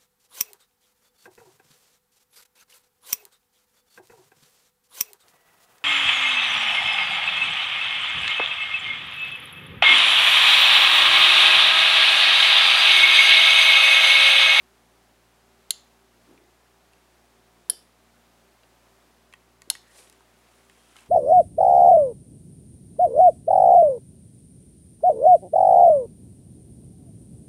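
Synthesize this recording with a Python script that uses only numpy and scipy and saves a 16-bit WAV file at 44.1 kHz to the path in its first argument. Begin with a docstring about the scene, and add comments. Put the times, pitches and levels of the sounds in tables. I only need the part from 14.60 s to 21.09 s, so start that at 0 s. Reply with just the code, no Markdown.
"""Relay clicks in a quiet workshop

A small relay on a breadboard drops out, pulls in and drops out again, two seconds apart, near a hand-held camera.
Its armature strikes and bounces, exciting damped modes of frame, case and board; bench and room echo them.
Wavering hum lines and shaped ventilation noise lie underneath, with soft bumps of filtered noise.
Handling ticks ring a plastic shell, clothing rustles as modulated noise, and faint rubs excite narrow resonances."""
import sys
import numpy as np
from scipy import signal
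from scipy.fft import rfft, irfft
from scipy.io import wavfile

SR = 44100
rng = np.random.default_rng(int(sys.argv[2]) if len(sys.argv) > 2 else 0)


def pcm_store(signal):
    """Save signal as 16-bit PCM."""
    levels = np.round(np.clip(np.atleast_2d(signal), -1, 1) * 32767)
    wavfile.write(sys.argv[1], SR, levels.astype(np.int16).T)


N = 286190  # length in samples

# Modes of board, case and frame. Each row: frequency in Hz, nominal t60 in seconds,
# then relative level in dB in the first, second and third switching.
RELAY_MODES = [(443.7, 0.0088, -44.5, -53.5, -55.5), (688, 0.029, -46, -41, -40),
               (1580, 0.031, -37.5, -36, -38), (2070, 0.029, -36.5, -48, -30.5),
               (2940, 0.022, -25, -49, -28), (3185, 0.02807, -27.5, -29, -26.5),
               (3620, 0.009, -14, -26.5, -15.5), (4217, 0.017, -14, -31, -18.5),
               (4540, 0.029, -27.5, -36.5, -26.5), (4720, 0.015, -28, -24, -23.5),
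               (5390, 0.0224, -32, -29, -26.5), (5640, 0.012, -33.5, -30, -28.3),
               (6300, 0.031, -26, -46, -26.5), (6700, 0.013, -22.5, -42, -27.5),
               (7220, 0.02, -19, -35, -25), (7805, 0.013, -32, -31, -25), (8610, 0.008, -28, -19, -17.5),
               (9025, 0.015, -19.5, -21, -16.5), (9430, 0.029, -34, -23, -34.5),
               (9940, 0.0068, -13, -9.5, -38.5), (10470, 0.015, -15, -9, -13.9),
               (10900, 0.014, -15.5, -19, -15.5), (11460, 0.014, -23.5, -19, -15),
               (11520, 0.0079, -34, -20.5, -15), (12200, 0.024, -25.5, -30.5, -28.5),
               (12960, 0.0094, -34, -34, -31.8), (13300, 0.037, -44.5, -31, -50.5),
               (13969, 0.008, -27, -29.5, -31)]
# Colour of a snap. Each row: frequency in Hz, relative level in dB.
SNAP_COLOUR = [(300, -31), (2200, -15), (4000, 4), (9300, 2.5), (11500, -1), (15500, -24.5)]


def gain_of(db):
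    """Amplitude ratio: 20 dB is a factor of ten."""
    return 10 ** (np.asarray(db) / 20)


def evened(x):
    """Normalization by the root mean square: scales to rms 1."""
    return x / np.sqrt(np.mean(x ** 2) + 1e-20)


def read(points, hz):
    """Linear interpolation of rows (Hz, value) on a log-frequency axis."""
    f, value = np.transpose(points)
    return np.interp(np.log(hz + 1), np.log(f + 1), value)


def dying(t, t60):
    """Exponential decay: the level falls 60 dB in t60 seconds."""
    return gain_of(-60 * t / t60)


def add(mix, s, sound):
    """Superposition: adds a sound to the mix from time s in seconds."""
    part = mix[round(s * SR):][:len(sound)]
    part += sound[:len(part)]


def noise(colour, size):
    """Spectral shaping: white noise weighted by rows (Hz, dB), then scaled to rms 1."""
    hz = np.fft.rfftfreq(size, 1 / SR)
    spectrum = rfft(rng.standard_normal(size)) * gain_of(read(colour, hz))
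    return evened(irfft(spectrum, size))


def drift(rate):
    """Low-frequency random motion of rms 1: straight lines between random knots, rate of them a second."""
    knots = rng.standard_normal(SR)
    return evened(np.interp(np.arange(N) / SR * rate, np.arange(len(knots)), knots))


def ring(modes, size, start=0):
    """Modal superposition: damped sines for rows (Hz, dB, t60) from a start in seconds."""
    t = np.maximum(np.arange(size) / SR - start, 0)
    out = np.zeros(size)
    for k, (hz, db, t60) in enumerate(modes):
        sign = (-1) ** k  # neighbouring modes swing in opposite directions
        out += sign * gain_of(db) * dying(t, t60) * np.sin(2 * np.pi * hz * t)
    return out


def background(air_db=-62.5, flutter_db=0.5):
    """Narrow-band modulation widens hum and fan lines within the broadband rush of ventilation."""
    # Each row: frequency in Hz, level in dB rms, waver from 0 (steady) to 1 (wholly random).
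    hum_lines = [(58.1, -70.5, 0.07), (115.8, -75.5, 0.2), (174.5, -77, .25), (235, -75, 0.4),
                 (293.4, -82, .6), (358.5, -78, 0.89), (388.4, -74, .45), (731, -80, 0.5)]
    # Ventilation colour. Each row: frequency in Hz, relative level in dB.
    air_colour = [(20, -28), (45, -24.5), (75, -20.5), (110, -9.5), (150, -4.5), (250, -1), (380, -2.5),
                  (650, 0), (1200, -3.5), (2500, -9), (5000, -13), (10000, -16.5), (14000, -20.5),
                  (16000, -22.5)]
    t = np.arange(N) / SR
    out = gain_of(air_db + flutter_db * drift(rate=6)) * noise(air_colour, size=N)
    for hz, db, waver in hum_lines:
        wander = (drift(rate=9) + 1j * drift(rate=9)) / np.sqrt(2)  # in amplitude and phase
        swing = 1 - waver + waver * wander
        carrier = np.exp(2j * np.pi * (hz * t + rng.random()))
        out += gain_of(db) * evened((swing * carrier).real)
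    return out


def blows(count=4):
    """Inelastic rebound of the armature: later blows weaken; yields (s, dB, switching, room dB)."""
    # Drop-out, pull-in, drop-out. Each row: start in seconds, strength in dB, first flight in seconds,
    # each flight as a share of the last, loss per bounce in dB, level into the room in dB.
    switchings = [(1.10657, 0, 0.0015, 0.52, 12, -1.5), (3.09791, 0.2, .00228, .73, 4, 3),
                  (5.10066, 1, 0.000737, 0.58, 8.5, -1)]
    for switching, (s, db, flight, rebound, loss_db, room_db) in enumerate(switchings):
        for bounce in range(count):
            yield s, db - loss_db * bounce, switching, room_db
            s += flight * rebound ** bounce


def relay(damping=1.04):
    """Modal excitation: every blow rings the same modes, weighted anew in each switching."""
    out = np.zeros(N)
    hz, t60, *weights_db = np.transpose(RELAY_MODES)
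    for s, db, switching, _ in blows():
        late = s - round(s * SR) / SR  # bounces fall between samples
        modes = zip(hz, weights_db[switching] + db, t60 / damping)
        add(out, s, ring(modes, size=4096, start=late))
    return out * np.sqrt(damping)  # keeps the energy despite the shorter decay


def radiated(blur_hz=170, skirts=1.7):
    """Radiated power: summed over all directions, the relay's peaks broaden and its notches fill."""
    out, size = np.zeros(N), 2048
    f = np.fft.rfftfreq(size, 1 / SR)[:, None]
    hz, t60, *weights_db = np.transpose(RELAY_MODES)
    humps = (1 + ((f - hz) / blur_hz) ** 2) ** -skirts
    humps /= humps.mean(0)
    for s, db, switching, room_db in blows():
        amplitude = gain_of(weights_db[switching] + db + room_db)
        energy = amplitude ** 2 * t60 * SR / (4 * np.log(1000))  # of each damped sine
        pulse = np.fft.fftshift(irfft(np.sqrt(humps @ energy)))
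        add(out, s - size / 2 / SR, pulse)  # centred on the blow
    return out


def bench(x, scatter_db=-19, scatter_t60=0.07, delay=0.004, dull_hz=7000):
    """Early scattering: the bench top and things on it return a dense, slightly dulled burst of echoes."""
    t = np.arange(4096) / SR
    taps = rng.standard_normal(len(t)) * dying(t, scatter_t60) * (t > delay)
    taps /= np.linalg.norm(taps)
    taps = signal.lfilter(*signal.butter(1, dull_hz, fs=SR), taps)
    return gain_of(scatter_db) * signal.oaconvolve(x, taps)[:N]


def workshop(x, onset=0.0083):
    """Diffuse reverberation: dense wall echoes, each band dying at its own speed."""
    # Each row: frequency in Hz, relative level in dB, t60 in seconds.
    bands = np.array([(303, -10, .35), (1493, -14.5, 0.29), (2700, -14, 0.32), (3700, -14.5, 0.33),
                      (5200, -14, 0.35), (7300, -15, .32), (9030, -22, 0.293), (10420, -28.5, 0.32),
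                      (11800, -26, .26), (13000, -24, .24), (16080, -28, .2)])
    swell = np.minimum(np.arange(SR) / SR / onset, 1) ** 2
    hz, t, z = signal.stft(rng.standard_normal(SR), SR, nperseg=256)
    level_db = read(bands[:, :2], hz)[:, None]
    t60 = read(bands[:, ::2], hz)[:, None]
    unit_energy = np.sqrt(2 * np.log(1000) / (t60 * SR))
    z = z * gain_of(level_db) * unit_energy * dying(t, t60)
    tail = signal.istft(z, SR, nperseg=256)[1][:SR] * swell
    return signal.oaconvolve(x, tail)[:N]


def bumps():
    """Transient broadband excitation: dull pushes on the wooden bench swell and die away."""
    # Each row: start in seconds, level in dB before the envelope, rise in seconds, t60 in seconds,
    # pitch as a factor on the colour's frequencies.
    pushes = [(1.662, -47.5, 0.064, 0.53, 1.03), (3.1, -50, .002, 0.24, 1.45),
              (5.072, -50, 0.0037, 0.092, 1.2)]
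    # Each row: frequency in Hz before the pitch factor, relative level in dB.
    push_colour = [(50, -39.5), (100, -15), (180, -7), (320, 4), (430, -3.5), (650, -15.5), (1200, -28),
                   (4000, -60.5)]
    out, t = np.zeros(N), np.arange(SR) / SR
    for s, db, rise, t60, pitch in pushes:
        colour = [(hz * pitch, level) for hz, level in push_colour]
        envelope = np.minimum(t / rise, 1) * dying(t, t60)
        add(out, s, gain_of(db) * noise(colour, size=SR) * envelope)
    return out


def ticks(snap_t60=0.0082, scrape_db=-20, scrape_t60=0.018):
    """Impulsive excitation: plastic shifts in the hand, a bright snap and a slip that knocks the hollow shell."""
    # Each row: start in seconds, hollow knock in dB, bright snap in dB, pitch as a factor on the shell.
    shifts = [(1.777, -56.5, -66, 1.25), (2.334, -55.5, -53, 1.36), (4.0335, -54.5, -67, 1.43),
              (4.7265, -50, -53, 1.2), (4.7375, -39.5, -47.5, 0.96), (5.0193, -47.5, -39, 0.98),
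              (5.1105, -42.5, -42, 0.457), (5.152, -38.5, -38.5, 0.98), (5.4985, -64, -43.5, 2.2),
              (5.5266, -63, -50.5, 2), (5.6067, -50.5, -60, 0.495), (6.0974, -51.5, -50.5, 0.94),
              (6.3577, -50.5, -55, 0.7), (6.366, -50, -46, 1.1), (6.387, -49, -51, 1.37)]
    # Each row: frequency in Hz before the pitch factor, relative level in dB, t60 in seconds.
    shell_modes = [(1138, -2.5, 0.015), (1548, -2.5, 0.01), (1948, 2.5, 0.025), (2270, -5.5, 0.023),
                   (2716, -4, 0.02), (3340, -6.5, 0.018)]
    out, t = np.zeros(N), np.arange(4096) / SR
    for s, knock_db, snap_db, pitch in shifts:
        shell = ring([(hz * pitch, db, t60) for hz, db, t60 in shell_modes], size=len(t))
        scrape = gain_of(scrape_db) * rng.standard_normal(len(t)) * dying(t, scrape_t60)
        slip = (t == 0) + scrape  # an impulse, then friction
        knock = signal.fftconvolve(slip / np.linalg.norm(slip), shell)[:len(t)]
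        snap = noise(SNAP_COLOUR, size=len(t)) * dying(t, snap_t60)
        add(out, s, gain_of(knock_db) * knock + gain_of(snap_db) * snap)
    return out


def swing_db(s, rise, release, fade_db=20.5):
    """Speed-dependent friction: the level climbs to s and falls after it, by fade_db over rise or release."""
    t = np.arange(N) / SR
    return -fade_db * np.maximum((s - t) / rise, (t - s) / release)


def rubs(width_hz=106):
    """Friction-driven resonance: steady rubbing keeps one narrow resonance sounding through a stroke."""
    # Each row: fastest point in seconds, rise in seconds, release in seconds, level in dB, resonance in Hz.
    rubbings = [(5.29, .15, .25, -64, 1840), (6.27, 0.41, 0.33, -73, 3230)]
    out = np.zeros(N)
    for s, rise, release, db, hz in rubbings:
        resonance = signal.iirpeak(hz, hz / width_hz, fs=SR)
        tone = signal.lfilter(*resonance, rng.standard_normal(N))
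        out += gain_of(db + swing_db(s, rise, release)) * evened(tone)
    return out


def strokes(scuff_spread=1.8):
    """Incoherent addition: levels of hiss and scuff, overlapping strokes summed in power."""
    # Each row: fastest point in seconds, rise of the hiss in seconds, release of the hiss in seconds,
    # hiss in dB, scuff in dB.
    cloth_strokes = [(5.39, 0.12, 0.16, -52, -60), (5.96, .09, 0.13, -66.5, -79),
                     (6.31, .8, 0.44, -64.5, -66), (6.38, 0.059, 0.078, -59.5, -56.5)]
    hiss, scuff = 0, 0
    for s, rise, release, hiss_db, scuff_db in cloth_strokes:
        swing = swing_db(s, rise, release)
        hiss += gain_of(hiss_db + swing) ** 2
        scuff += gain_of(scuff_db + swing / scuff_spread) ** 2  # folds scuff longer than fibres hiss
    return np.sqrt(hiss), np.sqrt(scuff)


def crackle(per_s=35, snap_t60=0.008):
    """Shot noise: tiny snaps at random moments, together of rms 1."""
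    t = np.arange(1024) / SR
    catches = (rng.random(N) < per_s / SR) * rng.uniform(-0.99, 1, N)
    snap = noise(SNAP_COLOUR, size=len(t)) * dying(t, snap_t60)
    return evened(signal.oaconvolve(catches, snap)[:N])


def clothing(grain_db=1.0, clump_db=1.2, snag_db=2.0, crackle_db=-11):
    """Stick-slip friction: fibres catch and slip in tiny clumps while folds snag, crackle and scuff."""
    # Colour of sliding fibres. Each row: frequency in Hz, relative level in dB.
    fibre_colour = [(150, -13.5), (480, 8.5), (900, -3.5), (2000, -18), (4000, -1), (6500, -1), (9500, 3),
                    (11500, -5), (13500, -15), (16000, -26)]
    # Duller scuff of folds. Each row: frequency in Hz, relative level in dB.
    fold_colour = [(150, -17.5), (450, -14), (1100, 2), (1500, -3), (1900, -1), (2600, -0.5), (3300, -3),
                   (4500, -11.5), (8000, -19), (16000, -31)]
    hiss, scuff = strokes()
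    grain = evened(gain_of(grain_db * drift(rate=1400) + clump_db * drift(rate=70)))
    snags = evened(gain_of(snag_db * drift(rate=200)))
    folds = snags * noise(fold_colour, size=N) + gain_of(crackle_db) * crackle()
    return grain * (hiss * noise(fibre_colour, size=N) + scuff * folds)


def scene():
    """Linear superposition: direct sounds, their echoes and the quiet workshop add up."""
    handling = ticks()
    spread = radiated() + handling
    direct = relay() + handling
    echoes = bench(spread) + workshop(spread)
    return (direct + echoes + bumps() + clothing() + background() + rubs())[None]


def record(dry, low_cut_hz=38, edge_hz=15900):
    """Linear filtering: the microphone's low cut and the recorder's band limit."""
    low_cut = signal.butter(4, low_cut_hz, "high", fs=SR, output="sos")
    thinned = signal.sosfilt(low_cut, dry)
    band_limit = signal.firwin(511, edge_hz, window=("kaiser", 9), fs=SR)
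    return signal.oaconvolve(thinned, band_limit[None], "same")


dry = scene()
out = record(dry)
pcm_store(out)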